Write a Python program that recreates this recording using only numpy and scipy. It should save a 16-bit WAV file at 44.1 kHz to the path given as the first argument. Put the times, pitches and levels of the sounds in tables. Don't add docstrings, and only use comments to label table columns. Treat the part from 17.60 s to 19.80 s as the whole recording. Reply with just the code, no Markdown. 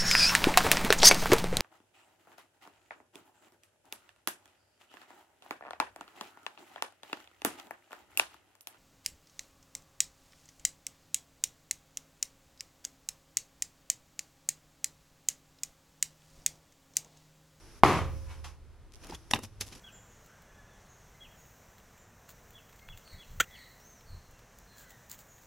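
import sys
import numpy as np
from scipy import signal
from scipy.fft import rfft, irfft
from scipy.io import wavfile

SR = 44100
rng = np.random.default_rng(int(sys.argv[2]) if len(sys.argv) > 2 else 0)


def materialize(psi):
    bounded = np.clip(np.atleast_2d(psi).T, -1, 1)
    quanta = np.round(bounded * 32767).astype(np.int16)
    wavfile.write(sys.argv[1], SR, quanta)


N = 97020
T = np.arange(N) / SR


# start_s, level_db
THUD_BLOWS = [(0.23488, 2), (0.2492, -12.5), (0.2625, -15), (0.311, -17), (0.322, -20), (0.39, -22)]
# pitch_hz, gain_db, swell_s
THUD_MODES = [(274, -10.5, .0009), (823, -1.5, 0.00082), (1021, -4, 0.00097), (2128, -15, 0.0011),
              (4770, -32.5, .0005), (9770, -34.5, 0.0009)]

def thud():
    return strike(THUD_BLOWS, THUD_MODES)


# freq_hz, density_db, t60_s
JUDDER_BANDS = [(39.5, -26.5, 1), (84, 0, 1.4), (155, 1, 0.61), (194, -6, 0.52), (370, -2, 0.38),
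                (527.6, -10.5, 0.51), (752.6, -6.5, 0.35), (1140, -4, 0.41), (1500, -14.5, 0.4),
                (2160, -13.5, 0.41), (4100, -25, 0.36), (6100, -29, 0.41), (8800, -37.5, 0.4),
                (11390, -34.5, 0.44), (13400, -52.5, 0.25)]

def judder(start_s=.2365, level_db=-20.5, hold_s=.14, hold_fall_db_per_s=63.5):
    t = np.maximum(T - start_s, 0)
    held_s, free_s = np.minimum(t, hold_s), np.maximum(t - hold_s, 0)
    spectrum, out = rfft(noise(JUDDER_BANDS)), 0
    log_centres = np.log([row[0] for row in JUDDER_BANDS])
    for share, (_, _, t60_s) in zip(np.eye(len(JUDDER_BANDS)), JUDDER_BANDS):
        crossover = np.interp(np.log(freqs(N) + 1), log_centres, share)
        out += irfft(spectrum * crossover, N) * decay(free_s, t60_s)
    return out * (T > start_s) * undb(level_db - hold_fall_db_per_s * held_s)


# start_s, pitch_hz, level_db, rise_s, t60_s, right_phase_rad, left_over_right_db
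BOOM_MODES = [(0.39, 96, -33, 0.02, 0.7, 0.6, 0), (0.33, 76, -31, 0.033, 2.0, 1.6, -6),
              (1.79, 100, -46, 0.05, 1.7, 0.45, 0)]

def booms():
    return sum(tone(*mode) * undb([[pan_db / 2], [-pan_db / 2]]) for *mode, pan_db in BOOM_MODES)


# start_s, pitch_hz, level_db, rise_s, t60_s
OBJECT_RINGS = [(0.312, 160, -20, .012, .16), (0.331, 95, -15, .006, .06), (0.24, 535, -40, .01, 1.3),
                (0.684, 2243, -40.5, .04, .16), (0.878, 1080, -47.5, 0.016, 0.16)]

def rings():
    return sum(tone(*mode) for mode in OBJECT_RINGS)


# centre_hz, width_hz, gain_db
SCUFF_MODES = [(1004, 96, 1), (1230, 820, -4), (2460, 360, -12.5), (5450, 200, -19)]

def scuff(peak_s=.714, level_db=-50.5, top_hz=12500):
    f = np.geomspace(60, SR / 2, 900)
    response = sum(undb(db) / (1 + 1j * (f / hz - hz / f) * hz / width) for hz, width, db in SCUFF_MODES)
    response /= 1 + (f / top_hz) ** 10
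    squeak = noise(np.column_stack([f, 20 * np.log10(np.abs(response))]))
    return undb(level_db) * squeak * swell(T - peak_s, rise_s=.028, fall_s=.048)


# freq_hz, density_db
CLACK_SPECTRUM = [(250, -5), (640, -7.5), (800, 5.5), (1150, 4.5), (1550, -3), (2700, -1), (4200, -8),
                  (5600, -3), (8000, -14.5), (11000, -12), (14000, -31)]

def clack(peak_s=.845, level_db=-44):
    return undb(level_db) * noise(CLACK_SPECTRUM) * swell(T - peak_s, rise_s=.0031, fall_s=.037)


# start_s, level_db
BRICK_KNOCKS = [(1.7353, -1.5), (1.73638, 1), (1.7405, -13), (1.7612, -23), (1.7902, -30), (1.8478, -29)]
# pitch_hz, gain_db, swell_s
BRICK_MODES = [(283, -27.5, 0.0015), (930, -15, 0.00044), (1950, -24, 0.00085), (2820, -14.5, 0.00047),
               (3630, -16.5, 0.00053), (5500, -30, 0.00059), (7540, -32, .0004), (11200, -34, 0.00053)]

def brick_knocks():
    return strike(BRICK_KNOCKS, BRICK_MODES)


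# start_s, level_db, pitch_hz, swell_s
WALL_TAPS = [(1.4275, -48.5, 5980, .0005), (1.498, -37.5, 348, 0.0039), (1.509, -39, 5060, 0.00045),
             (1.514, -47, 168, 0.0096), (1.5228, -37, 861, 0.0019), (1.529, -47, 68, 0.017),
             (1.5494, -39.5, 3420, 0.0015), (1.7119, -24.5, 1940, 0.00042), (1.7124, -28.5, 5600, 0.0012),
             (1.736, -39.5, 124, 0.01), (1.769, -44.5, 272, 0.011), (2.008, -47, 403, 0.0035)]

def taps():
    out = np.zeros(N)
    for start_s, level_db, pitch_hz, swell_s in WALL_TAPS:
        add(out, start_s, undb(level_db) * damped_mode(start_s, pitch_hz, swell_s))
    return out


# peak_s, rise_s, fall_s, level_db, tilt_db_per_octave, rub_over_grit_db
GAP_SCRAPES = [(1.364, 0.004, 0.011, -63, 0, 2.5), (1.4383, 0.001, .0016, -47.5, -7, -7),
               (1.446, 0.00072, 0.0014, -47.5, 2, -1), (1.452, 0.02, 0.033, -56.5, -8, 6.5),
               (1.470, .0006, 0.003, -50, 2, 1), (1.499, 0.0061, 0.0072, -48, -2, 5),
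               (1.511, 0.0005, 0.0015, -44, 0.5, -8), (1.538, 0.019, 0.01, -50.5, -5, 5.5),
               (1.550, 0.0041, 0.005, -43, 0, -8), (1.712, 0.0016, 0.003, -26.5, 1.5, -5),
               (1.746, 0.0018, 0.0047, -34.5, 3, 2), (1.762, 0.0085, 0.0067, -34.5, -10.5, -1.5),
               (1.791, 0.0024, 0.0032, -48, 6, 11.5), (1.837, 0.0064, 0.0084, -44, 2, 0),
               (1.848, 0.0008, 0.006, -42, -0.5, -6.5), (2.011, 0.0024, 0.0056, -29, 2, -12),
               (2.016, 0.00075, 0.012, -37.5, -1.5, -5.5), (2.067, 0.0045, 0.035, -52.5, 3, -3.5),
               (2.128, 0.0095, 0.014, -48, -3, -3), (2.152, 0.0025, 0.037, -53, -0.5, -0.5)]
# freq_hz, density_db
GRIT_SPECTRUM = [(300, -23), (1200, -11.5), (2600, 1), (4300, -1), (5600, 2), (8500, -7.5), (11000, -5),
                 (13500, -19), (15500, -26.5)]
# freq_hz, density_db
RUB_SPECTRUM = [(60, -4.5), (150, -1.5), (330, -3), (550, -8.5), (900, -8.5), (1500, -13.5), (4000, -36)]

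def scrapes(grains_per_s=4000, scatter_db=4.5):
    out, n = np.zeros((2, N)), 8192
    lead_s = T[n // 3]
    for peak_s, rise_s, fall_s, level_db, tilt, rub_db in GAP_SCRAPES:
        grains = (rng.random((2, n)) < grains_per_s / SR) * rng.choice([-1, 1], (2, n))
        sizes = undb(scatter_db * np.clip(rng.standard_normal((2, n)), -2, 2))
        grit = stereo(grains * sizes, GRIT_SPECTRUM, tilt, side_db=-3.5)
        rub = undb(rub_db) * stereo(rng.standard_normal((2, n)), RUB_SPECTRUM)
        envelope = undb(level_db) * swell(T[:n] - lead_s, rise_s, fall_s)
        add(out, peak_s - lead_s, envelope * (grit + rub))
    return out


# start_s, end_s
CRUMB_SPANS = [(1.32, 1.57), (2.03, 2.2)]

def crumbs(crumbs_per_s=70, level_db=-63):
    touching = sum((T > start_s) & (T < end_s) for start_s, end_s in CRUMB_SPANS)
    clicks = (rng.random(N) < crumbs_per_s / SR) * rng.standard_normal((2, N))
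    return undb(level_db) * touching * stereo(clicks, GRIT_SPECTRUM)


# time_s, level_db
RUSTLE_LEVELS = [(0, -59.5), (.19, -58), (.24, -86), (.55, -58.5), (.8, -63), (.95, -77), (1.3, -84),
                 (1.42, -59.5), (1.95, -70.5), (2.05, -68.5), (2.2, -62.5)]
# freq_hz, density_db
CLOTH_SPECTRUM = [(220, -5.5), (310, 11), (500, -2), (1400, -2.5), (4300, -9.5), (5600, -2), (7500, -15.5),
                  (11000, -9.5), (13500, -27)]

def clothes():
    return noise(CLOTH_SPECTRUM) * undb(np.interp(T, *np.array(RUSTLE_LEVELS).T))


def room(x, delay_s=.0026):
    early, tail = (.1, -12.5), (.3, -17.5)  # t60_s, level_db
    spectrum = [(200, 4.5), (3000, -3.5), (14000, -1)]  # freq_hz, density_db
    response = 0
    for t60_s, level_db in early, tail:
        fade = decay(T, t60_s) * (T > delay_s)
        response += undb(level_db) * fade / np.linalg.norm(fade) * noise(spectrum)
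    return x + signal.fftconvolve(x, response, axes=1)[:, :N]


# freq_hz, density_db
HISS_SPECTRUM = [(60, -4.5), (130, -3.5), (220, -11), (340, -8.5), (600, -16), (1200, -19), (11000, -38.5),
                 (14000, -50.5)]
# freq_hz, density_db
RUMBLE_SPECTRUM = [(15, -10), (35, 2), (60, -5.5), (110, -9.5), (400, -56.5)]

def background(hiss_db=-61.5, rumble_db=-55.5, surge_db=15, surge_peak_s=.48):
    surge = undb(surge_db) * swell(T - surge_peak_s, rise_s=.07, fall_s=.16)
    rumble = noise(RUMBLE_SPECTRUM) * (1 + surge)
    return undb(hiss_db) * noise(HISS_SPECTRUM) + undb(rumble_db) * rumble


# freq_hz, side_over_mid_db
STEREO_WIDTH = [(30, -5.5), (80, -4.5), (180, -15), (350, -15.5), (800, -18.5), (1500, -18.5), (2800, -11),
                (5500, -4.5), (11000, 0.5)]

def stereo(pair, spectrum, tilt_db_per_octave=0, side_db=0, tilt_from_hz=800):
    n = pair.shape[1]
    f = freqs(n)
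    tilt_db = tilt_db_per_octave * np.log2(np.maximum(f, tilt_from_hz))
    mid, side = rfft(pair) * undb(db_at(spectrum, f) + tilt_db)
    side *= undb(db_at(STEREO_WIDTH, f) + side_db)
    return unit(irfft(np.array([mid + side, mid - side]), n))


def noise(spectrum):
    return stereo(rng.standard_normal((2, N)), spectrum)


def strike(blows, modes):
    out = np.zeros(N)
    for start_s, level_db in blows:
        ring = sum(undb(db) * damped_mode(start_s, hz, swell_s) for hz, db, swell_s in modes)
        add(out, np.floor(start_s * SR) / SR, undb(level_db) * ring)
    return out


def damped_mode(start_s, pitch_hz, swell_s):
    t = np.maximum(T[:SR // 5] - start_s % (1 / SR), 0)
    return -t / swell_s * np.exp(1 - t / swell_s) * np.sin(2 * np.pi * pitch_hz * t)


def tone(start_s, pitch_hz, level_db, rise_s, t60_s, right_phase_rad=0, waver=.33, waver_hz=20):
    t = np.maximum(T - start_s, 0)
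    lowpass = np.exp(-(freqs(N) / waver_hz) ** 2)
    level_drift, phase_drift = waver * unit(irfft(rfft(rng.standard_normal((2, N))) * lowpass, N))
    envelope = undb(level_db) * (1 - np.exp(-t / rise_s)) * decay(t, t60_s) * (1 + level_drift)
    return envelope * np.sin(2 * np.pi * pitch_hz * t + phase_drift + [[0], [right_phase_rad]])


def swell(t, rise_s, fall_s):
    return np.exp(np.minimum(t / rise_s, -t / fall_s))


def decay(t, t60_s):
    return np.exp(-np.log(1000) * t / t60_s)


def add(out, start_s, x):
    i = int(round(start_s * SR))
    n = max(0, min(x.shape[-1], N - i))
    out[..., i:i + n] += x[..., :n]


def db_at(spectrum, hz):
    points = np.array(spectrum, float)
    return np.interp(np.log(np.maximum(hz, 1)), np.log(points[:, 0]), points[:, 1])


def freqs(n):
    return np.arange(n // 2 + 1) * SR / n


def undb(db):
    return 10 ** (np.asarray(db) / 20)


def unit(x):
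    return x / np.sqrt(np.mean(x ** 2))


def scene():
    at_wall = brick_knocks() + taps() + scrapes() + crumbs()
    at_floor = thud() + judder() + booms() + rings() + scuff() + clack()
    return at_floor + room(at_wall) + clothes() + background()


def record(dry, low_cut_hz=16, clip_level=.99, top_hz=16300):
    thinned = signal.sosfilt(signal.butter(1, low_cut_hz, "high", fs=SR, output="sos"), dry)
    clipped = np.clip(thinned, -clip_level, clip_level)
    return signal.sosfilt(signal.ellip(8, .1, 70, top_hz, fs=SR, output="sos"), clipped)


dry = scene()
out = record(dry)
materialize(out)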